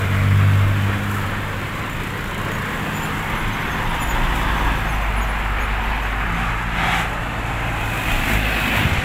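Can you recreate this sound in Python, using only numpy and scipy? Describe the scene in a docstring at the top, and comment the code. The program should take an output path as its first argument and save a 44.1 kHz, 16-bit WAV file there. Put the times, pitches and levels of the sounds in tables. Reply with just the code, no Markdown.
"""Roadside highway traffic

From one spot on the verge: a cargo tricycle pulls away, then a container truck rolls past with droning
exhaust, diesel clatter and a squeaking trailer. A car swishes by close behind it, followed by a van and
motorcycles, the last one thumping. Engines are harmonics of a firing rate, tyre roar and hiss are
coloured noise that swells with each pass, squeaks are short gliding tones."""
import sys
import numpy as np
from scipy import signal
from scipy.fft import rfft, irfft, next_fast_len
from scipy.io import wavfile
from scipy.ndimage import uniform_filter1d

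SR = 44100
rng = np.random.default_rng(int(sys.argv[2]) if len(sys.argv) > 2 else 0)


def to_wav(s):
    """Save 16-bit WAV."""
    ch = np.atleast_2d(s).T  # columns
    pcm = np.round(np.clip(ch, -1, 1) * 32767)  # PCM
    wavfile.write(sys.argv[1], SR, pcm.astype(np.int16))


N = 398663
TIME = np.arange(N) / SR

# one-cylinder engine of the cargo tricycle: (time [s], firing rate [Hz])
TRICYCLE_ENGINE = [(0.0, 47.9), (0.22, 48.9), (1.11, 50.2), (2.25, 50.1), (3.02, 51.98), (3.9, 53.4)]
# diesel of the truck: (time [s], crank rate [turns/s], level [dB])
TRUCK_DIESEL = [(0, 28, -67), (1.2, 27.7, -41.5), (2.5, 29.4, -37.5), (3.3, 28, -45), (4.1, 27.7, -33),
                (4.6, 28, -30.5), (5.2, 24.3, -39), (6.1, 20.5, -47)]
# engine of a motorcycle: (time [s], firing rate [Hz])
BIKE_ENGINE = [(7.95, 49.9), (8.24, 49.92), (8.44, 53.3), (8.7, 52.17), (9.04, 47.7)]


def gain_of(db):
    """Decibels to amplitude."""
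    return 10 ** (np.asarray(db) / 20)


def evened(x):
    """Scales to an rms of 1."""
    return x / np.sqrt(np.mean(x ** 2) + 1e-20)


def curves(rows):
    """The columns of a table after its time column, interpolated sample by sample."""
    s, *columns = np.transpose(rows)
    return [np.interp(TIME, s, column) for column in columns]


def present(rows, fade_s=0.11):
    """1 while a table runs, fading to 0 outside it."""
    start, end = rows[0][0], rows[-1][0]
    return np.interp(TIME, [start - fade_s, start, end, end + fade_s], [0, 1, 1, 0])


def coloured(x, points):
    """Gives a signal a spectrum, drawn straight over log frequency, at an rms of 1."""
    hz, db = np.transpose(points)
    size = next_fast_len(N)
    bins_hz = np.fft.rfftfreq(size, 1 / SR)
    shape_db = np.interp(np.log(bins_hz + 1), np.log(hz + 1), db, left=-100, right=-100)
    return evened(irfft(rfft(x, size) * gain_of(shape_db), size)[:N])


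def noise(points):
    """Noise with the given spectrum."""
    return coloured(rng.standard_normal(N), points)


def wander(per_s):
    """Random drift at an rms of 1 that takes a new direction per_s times a second."""
    knots = rng.standard_normal(4000)
    return evened(np.interp(TIME * per_s, np.arange(len(knots)), knots))


def add(mix, s, sound):
    """Mixes a sound in at time s."""
    part = mix[round(s * SR):][:len(sound)]
    part += sound[:len(part)]


def nearness(s, rise_s, fall_s):
    """Power of something that goes by in a straight line: 1 when it is closest, at time s."""
    falloff = 2.35  # how steeply power sinks with distance
    away = (TIME - s) / np.where(TIME < s, rise_s, fall_s)
    return (1 + away ** 2) ** -falloff


def swells(rows, steady_db=-np.inf):
    """Amplitude of several swells over a steady level, summed as power."""
    power = sum(gain_of(db) ** 2 * nearness(*when) for *when, db in rows)
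    return np.sqrt(gain_of(steady_db) ** 2 + power)


def exhaust(hz, orders, rough, smear=0):
    """Harmonics of a firing rate; uneven combustion makes each flutter, smear draws its phase at random."""
    turns = np.cumsum(hz) / SR
    total = 0
    for multiple, db in orders:
        flutter = 1 + rough * wander(22)
        phase = 2 * np.pi * (multiple * turns + smear * rng.random())  # smear: widest offset in cycles
        total = total + gain_of(db) * flutter * np.cos(phase)
    return np.sqrt(2) * total


def knocks(hz, depth, decay=.3):
    """Gain that leaps at every firing and dies away, decay in periods; depth is the rms swing."""
    blow = np.exp(-(np.cumsum(hz) / SR % 1) / decay)
    return 1 + np.clip(depth, 0, .7) * evened(blow - blow.mean())


def tricycle():
    """The silencer passes mostly the second order; orders swell as the tailpipe swings by."""
    # swells of three exhaust orders: (loudest at [s], rise [s], fall [s], level [dB])
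    second_swells = [(.46, 0.38, 0.46, -14.5)]
    third_swells = [(.37, 0.21, 0.3, -23)]
    fourth_swells = [(.36, 0.3, 0.21, -29.5), (.93, 0.3, 0.37, -29)]
    # steady levels of these orders, left once it is far off: (second [dB], third [dB], fourth [dB])
    far_levels = (-36, -37.5, -39.5)
    # the throttle opens and the upper orders grow: (time [s], rise [s], fall [s], boost [dB])
    throttle = (3, 0.53, .55, 6.2)

    hz, = curves(TRICYCLE_ENGINE)
    lobes = zip((second_swells, third_swells, fourth_swells), far_levels)
    second, third, fourth = 20 * np.log10([swells(rows, far_db) for rows, far_db in lobes])
    *when, boost_db = throttle
    rev_db = boost_db * nearness(*when)
    third, fourth = third + rev_db, fourth + rev_db
    orders = [(1, second - 20), (2, second), (3, third - .7),
              (4, fourth - .7), (5, fourth - 8), (6, fourth - 14)]
    return present(TRICYCLE_ENGINE) * exhaust(hz, orders, rough=0.059, smear=0.62)


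def traffic():
    """Sums the power of passing and distant vehicles into gains of roar, hiss, rumble, and hiss brightness."""
    # swells of passing traffic, some vehicles made of several overlapping swells: (loudest at [s],
    # rise [s], fall [s], roar [dB], hiss [dB], brightness of the hiss [0-1], rumble [dB])
    passes = [(.15, 1.1, 1.9, -27.5, -44.5, .72, -31), (2.95, 1.25, 0.7, -29, -44.5, 0.67, -36),
              (4.4, 1.23, 0.72, -24.5, -44.5, 0.7, -31), (5.9, 1.65, 0.78, -25.5, -53, 1, -39),
              (6.42, 0.11, 0.2, -25, -47.5, 0, -35), (6.83, 0.078, 0.11, -21, -45, .1, -33),
              (6.96, 0.095, 0.094, -19.5, -38, .15, -41), (7.66, 0.8, .5, -27, -48.5, .05, -34),
              (8.0, 0.24, .3, -28, -40.5, 0.7, -36), (8.12, 0.064, 0.12, -23, -38, 0.7, -29),
              (8.33, .1, 0.049, -21, -34.5, .75, -27.5), (8.57, 0.21, 0.18, -21, -38.5, .95, -33),
              (8.78, 0.15, 0.11, -19.5, -37, 1, -29), (8.97, 0.15, 0.27, -24, -42.5, 0, -28)]
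    far = (-30.5, -51, .3, -35)  # distant traffic: the last four columns of the same kind

    near = np.array([np.ones(N)] + [nearness(*row[:3]) for row in passes])
    roar_db, hiss_db, brightness, rumble_db = np.transpose([far] + [row[3:] for row in passes])
    roar_gain, hiss_gain, rumble_gain = np.sqrt(gain_of([roar_db, hiss_db, rumble_db]) ** 2 @ near)
    bright_power = (brightness * gain_of(hiss_db) ** 2) @ near
    return roar_gain, hiss_gain, rumble_gain, bright_power / hiss_gain ** 2


def shifting(x, patchy_db=1.5):
    """Narrow bands of the noise rise and sink at random for a moment."""
    spectrum = signal.stft(x, nperseg=1024)[2]
    patches = uniform_filter1d(rng.standard_normal(spectrum.shape), size=3, axis=0)  # over frequency
    patches = evened(uniform_filter1d(patches, size=14, axis=1))  # over time
    return evened(signal.istft(spectrum * gain_of(patchy_db * patches), nperseg=1024)[1][:N])


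def roar(level):
    """Tyre and machine noise; each vehicle's colour takes over from the last at equal power."""
    # colour of the roar from each vehicle: (frequency [Hz], density [dB per Hz])
    TRICYCLE_ROAR = [(140, -23), (240, -5.5), (327, -10.5), (477, -8), (650, -8.5), (714, -12.5),
                     (1140, -5.5), (1400, -6.5), (1540, -8.5), (2190, -8.5), (3550, -20), (4230, -28.5),
                     (6000, -36.5), (7800, -64), (13200, -120)]
    TRUCK_FRONT = [(140, -30), (240, -17.5), (314, -2.5), (350, -5.5), (483, -4), (633, -8.5), (744, -7),
                   (961, -4.5), (1040, -2), (1190, -4), (1710, -3.5), (3270, -14), (6000, -37), (7800, -56),
                   (13200, -120)]
    TRUCK_SIDE = [(140, -35), (240, -10.5), (290, -5.5), (390, -6.5), (477, -12), (497, -7.5), (633, -10.5),
                  (734, -4), (923, -1), (1480, -5.5), (1650, -4), (3500, -14.5), (4120, -26), (5240, -31),
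                  (6000, -33), (7800, -57), (13200, -120)]
    TRUCK_REAR = [(140, -24), (240, -4), (282, -17.5), (355, -12), (385, -12), (497, -11), (538, -11.5),
                  (592, -12), (796, -4.5), (1650, -6), (2530, -9.5), (5390, -37.5), (6000, -42),
                  (7800, -67), (13200, -120)]
    CAR_SIDE = [(140, -38), (240, -16), (290, -5), (310, -15), (395, -9), (464, -25), (497, -5),
                (531, -17.5), (764, -2.5), (1060, -9), (1210, -4.5), (2040, -4.5), (3800, -17.5),
                (4340, -28), (6000, -34), (7800, -60), (13200, -120)]
    CAR_REAR = [(140, -44), (240, -18), (286, -7), (310, -23), (345, -11), (417, -13), (446, -6), (546, -9),
                (817, -1.5), (1130, -7), (1220, -4), (2280, -8.5), (2570, -9), (4460, -29.5), (6000, -51),
                (7800, -69), (13200, -120)]
    BIKE_ROAR = [(140, -38), (240, 1.5), (271, -6.5), (471, -12.5), (633, -9.5), (817, -6.5), (1040, -9.5),
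                 (1440, -7.5), (1600, -7), (2280, -7.5), (2500, -7), (2860, -11.5), (3550, -16.5),
                 (4970, -32.5), (6000, -34), (7800, -63), (13200, -120)]
    # when each is the nearest: (from [s], to [s], colour [table above])
    nearest = [(0, .6, TRICYCLE_ROAR), (1.1, 2.6, TRUCK_FRONT), (3.9, 4.744, TRUCK_SIDE),
               (5.047, 6.66, TRUCK_REAR), (6.802, 7.004, CAR_SIDE), (7.103, 7.708, CAR_REAR),
               (8.25, 9.039, BIKE_ROAR)]

    times = np.ravel([row[:2] for row in nearest])
    owner = np.arange(len(times)) // 2
    blend = np.zeros(N)
    for k, (_, _, colour) in enumerate(nearest):
        share = np.interp(TIME, times, 1. * (owner == k))
        blend += np.sqrt(share) * noise(colour)
    unsteady = gain_of(-0.47 + 0.46 * wander(30))
    return level * unsteady * shifting(blend, patchy_db=1.41)


def hiss(level, brightness, grit_per_s=500, grit_db=-10):
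    """Air squeezed from the treads, with ticks of grit; brightness differs by vehicle, with short spurts."""
    # bright and dull spectra of the hiss: (frequency [Hz], density [dB per Hz])
    bright_colour = [(2940, -31), (5000, -9.5), (6130, -7.5), (7310, 0), (9190, -6), (10600, -3),
                     (15100, -0.5), (16000, -12)]
    dull_colour = [(2940, -37), (5000, -5), (6440, -1), (7640, 2), (8920, -7.5), (10800, -4), (13600, -9),
                   (15200, -19), (16000, -22)]
    # short spurts of bright hiss: (time [s], rise [s], fall [s], level [dB])
    spurts = [(1.12, 0.045, .13, -44.5), (4.38, 0.039, .04, -44)]

    share = np.clip(brightness, 0, 1)
    grit = (rng.random(N) < grit_per_s / SR) * rng.standard_normal(N)
    spray = rng.standard_normal(N) + gain_of(grit_db) * evened(grit)
    bright = np.hypot(level * share, swells(spurts)) * coloured(spray, bright_colour)
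    dull = level * (1 - share) * coloured(spray, dull_colour)
    return gain_of(-.5 + 0.31 * wander(40)) * (bright + dull)


def rumble(level):
    """Low engine noise, and the wake of the vehicles buffeting the microphone."""
    # spectra of the engine noise and of the buffeting: (frequency [Hz], density [dB per Hz])
    engine_colour = [(40, -13), (60, 4.5), (85, 2), (115, 3.5), (160, -1), (230, -2.5), (290, -8),
                     (400, -18.5)]
    air_colour = [(8, -27), (18, -10), (28, 10), (38, -1), (55, -11), (90, -37)]
    # gusts of wake at the microphone: (time [s], rise [s], fall [s], level [dB])
    gusts = [(3.42, .3, 0.1, -25.5), (3.85, .16, 1.6, -25.5), (8.14, 0.11, .13, -22)]

    breeze_db = -37
    return level * noise(engine_colour) + swells(gusts, breeze_db) * noise(air_colour)


def clatter():
    """Combustion knock: a gain that chops the tyre noise at the firing rates of three engines."""
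    crank_hz, _ = curves(TRUCK_DIESEL)
    tricycle_hz, = curves(TRICYCLE_ENGINE)
    bike_hz, = curves(BIKE_ENGINE)
    diesel = knocks(2 * crank_hz, 0.046 * present(TRUCK_DIESEL), decay=0.37)  # two firings a turn
    single = knocks(tricycle_hz, 0.044 * np.exp(-TIME / 1.5), decay=0.31)
    bike = knocks(bike_hz, .085 * present(BIKE_ENGINE), decay=.25)
    return diesel * single * bike


def truck():
    """Crank orders from the engine; the deep drone appears once the tailpipe faces this way."""
    # harmonics of the crank rate: (multiple [-], level [dB])
    crank_orders = [(1, -1), (2, -5), (3, -21), (4, -6), (5, -10), (6, -3), (8, -11), (10, -11.5)]
    # exhaust drone: (time [s], level [dB])
    drone = [(3.9, -35), (4.35, -23.5), (5.25, -22.5), (6.0, -24.5), (7.2, -30.5), (8.1, -30)]

    crank_hz, engine_db = curves(TRUCK_DIESEL)
    engine = gain_of(engine_db) * exhaust(crank_hz, crank_orders, rough=0.35)
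    pipe_db, = curves(drone)
    pipe_hz = 50.1 + 0.18 * wander(3.05)
    pipe = gain_of(pipe_db) * exhaust(pipe_hz, [(1, 0.1), (2, -17.5)], rough=0.049)
    return present(TRUCK_DIESEL) * engine + present(drone) * pipe


def ringing(white, hz, width_hz):
    """Two rows of white noise, smoothed and carried up to a pitch curve: a narrow resonance."""
    r = np.exp(-2 * np.pi * width_hz / SR)
    a, b = signal.lfilter([1], [1, -2 * r, r * r], white)[:, -len(hz):]
    phase = 2 * np.pi * np.cumsum(hz) / SR
    return evened(a * np.cos(phase) + b * np.sin(phase))


def whines():
    """Each resonance swells as its vehicle comes near, and sinks in pitch as it goes by."""
    # ringing bands of tyres, gears and panels:
    # (from [s], to [s], middle pitch [Hz], width [Hz], level at the middle [dB])
    bands = [(0.852, 1.499, 1320, 48.6, -36), (0.995, 2.0, 2110, 160, -42), (2.1, 2.901, 1075, 70, -42),
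             (2.9, 3.9, 2090, 160, -34.5), (3.599, 4.999, 945, 100, -34), (4.3, 4.9, 1655, 70, -34),
             (4.1, 4.901, 3470, 130, -45), (6.1, 6.652, 1185, 70, -34), (6.698, 7.151, 770, 95, -31),
             (6.755, 7.045, 2095, 90, -37), (7.2, 8.405, 2540, 80, -38), (8.1, 9.038, 2575, 100, -30)]
    sag = 0.01293  # share by which the pitch lies above its middle at first, and below it at last

    out = np.zeros(N)
    draws = rng.standard_normal((len(bands), 2, 2 * SR))
    for (start, end, middle_hz, width_hz, db), white in zip(bands, draws):
        hz = middle_hz * (1 + sag * np.linspace(1, -1, int((end - start) * SR)))
        swell = np.sin(np.linspace(0, np.pi, len(hz)))
        add(out, start, gain_of(db) * swell * ringing(white, hz, width_hz))
    return out


def spitting(puff_hz=29, depth=.25, bursts_per_s=22, flicker=0.36, burst_s=0.006):
    """Gain: the approaching truck spits air about once a crank turn; random bursts make the hiss flicker."""
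    facing = np.interp(TIME, [1.5, 1.9, 2.4, 3.0], [0, 1, 1, 0])
    puffs = knocks(np.full(N, puff_hz), depth * facing * (1 + 0.34 * wander(18)), decay=0.19)
    kicks = (rng.random(N) < bursts_per_s / SR) * rng.random(N)
    bursts = signal.lfilter([1], [1, -np.exp(-1 / (burst_s * SR))], kicks)
    return puffs * (1 + 2 * flicker * (bursts - bursts.mean()))


def faint_squeaks(count=22, level_db=-54):
    """Smaller joints chirp at random while the trailer is close: time, level, pitch, length, octave level."""
    return [(3.2 + 3.1 * when, level_db + 5 * size, 5950 + 600 * pitch, 0.015 + 0.036 * length, 1)
            for when, size, pitch, length in rng.random((count, 4))]


def squeaks(waver=0.0118, sag=0.019, echo_db=-6, echo_t60=0.32):
    """Dry steel joints slip and sing briefly; the road and the container scatter the sound."""
    # trailer squeaks: (time [s], level of the fundamental [dB], pitch [Hz], length [s])
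    trailer_joints = [(1.893, -46, 7140, .055), (2.517, -43, 6670, 0.05), (2.933, -38, 7050, 0.062),
                      (3.019, -37, 7140, 0.036), (3.03, -42, 10880, .037), (3.368, -40, 10750, .041),
                      (3.52, -43, 6280, 0.036), (3.7, -44, 6400, .053), (3.888, -42, 10830, .03),
                      (3.995, -36, 7040, .05), (4.013, -33, 10700, .03), (4.082, -33.5, 6900, 0.046),
                      (4.873, -43, 6500, 0.041), (4.896, -44, 10470, .04), (5.162, -38.5, 10840, 0.041),
                      (5.211, -39, 6830, 0.032), (5.281, -42, 10700, .035), (5.6, -44, 6730, .045),
                      (5.616, -44, 10540, 0.043), (6.34, -51, 6240, .037)]
    octave_db = -4  # second harmonic, against the fundamental

    out, unsteady = np.zeros(N), wander(350)
    joints = [(*row, octave_db) for row in trailer_joints] + faint_squeaks()
    for s, db, hz, length_s, second_db in joints:
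        u = np.linspace(0, 1, int(length_s * SR))
        pitch = hz * (1 + sag * (.5 - u) + waver * unsteady[round(s * SR):][:len(u)])
        phase = 2 * np.pi * np.cumsum(pitch) / SR
        tone = np.sin(phase) + gain_of(second_db) * np.sin(2 * phase)
        add(out, s, gain_of(db) * np.sqrt(abs(np.sin(np.pi * u))) * tone)
    t = np.arange(SR // 2) / SR
    tail = rng.standard_normal(len(t)) * gain_of(-60 * t / echo_t60)
    echo = signal.fftconvolve(out, tail / np.linalg.norm(tail))[:N]
    return out + gain_of(echo_db) * echo


def car():
    """Smooth engine hum of the car and the van, sinking in pitch and swelling as each draws level."""
    # engines of the car and the van: (time [s], firing rate [Hz])
    firing = [(6.15, 56.3), (6.9, 56), (7.5, 55.5), (8.1, 54)]
    # swells of two orders: (loudest at [s], rise [s], fall [s], level [dB])
    second_swells = [(6.5, .9, 0.82, -35), (7.4, .2, .5, -30), (7.9, .35, .3, -31)]
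    third_swells = [(6.36, 0.1, .17, -30.5), (6.85, 0.2, 0.26, -30), (7.5, 0.36, .8, -40)]

    hz, = curves(firing)
    second, third = 20 * np.log10([swells(second_swells), swells(third_swells)])
    orders = [(2, second), (3, third), (4, third - 8), (5, second - 13), (6, second - 14)]
    return present(firing) * exhaust(hz, orders, rough=.1)


def motorcycles():
    """A booming, rough buzz, then separate exhaust thumps: a dip of pressure and its rebound."""
    # harmonics of the buzz: (multiple [-], level [dB])
    buzz_orders = [(2, -0.5), (3, 1.5), (4, -6.5), (5, -10), (6, -12), (7, -12)]
    # swells of the buzz, and of the boom at the firing rate: (time [s], rise [s], fall [s], level [dB])
    buzz_swells = [(8.33, 0.1, 0.088, -30.5), (8.6, 0.4, .5, -38.5), (8.82, 0.055, 0.069, -26.5)]
    boom_swells = [(8.33, 0.053, 0.29, -21.5)]
    # exhaust thumps of the last motorcycle: (time [s], level [dB])
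    thump_list = [(8.855, -10.5), (8.869, -13), (8.921, -12), (8.933, -14), (8.985, -10)]

    hz, = curves(BIKE_ENGINE)
    buzz = swells(buzz_swells) * exhaust(hz, buzz_orders, rough=0.33)
    boom = swells(boom_swells) * exhaust(hz, [(1, 0)], rough=0.088)
    out = present(BIKE_ENGINE) * (buzz + boom)
    t = np.arange(0, .04, 1 / SR)
    u = t / 0.0033
    thump = -np.sin(2 * np.pi * 88 * t) * u * np.exp(1 - u)
    for s, db in thump_list:
        add(out, s - .002, gain_of(db) * thump)  # starts 2 ms ahead of the listed time
    return out


def scene():
    """All the traffic, heard from one spot."""
    roar_gain, hiss_gain, rumble_gain, brightness = traffic()
    engines = tricycle() + truck() + car() + motorcycles()
    tyres = roar(roar_gain) + whines() + spitting() * hiss(hiss_gain, brightness)
    return (engines + clatter() * tyres + rumble(rumble_gain) + squeaks())[None]


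def record(dry):
    """The recorder's band limit: a steep low-pass."""
    edge_hz = 15850
    lowpass = signal.firwin(511, edge_hz, window=("kaiser", 9), fs=SR)
    return signal.oaconvolve(dry, lowpass[None], "same")


dry = scene()
out = record(dry)
to_wav(out)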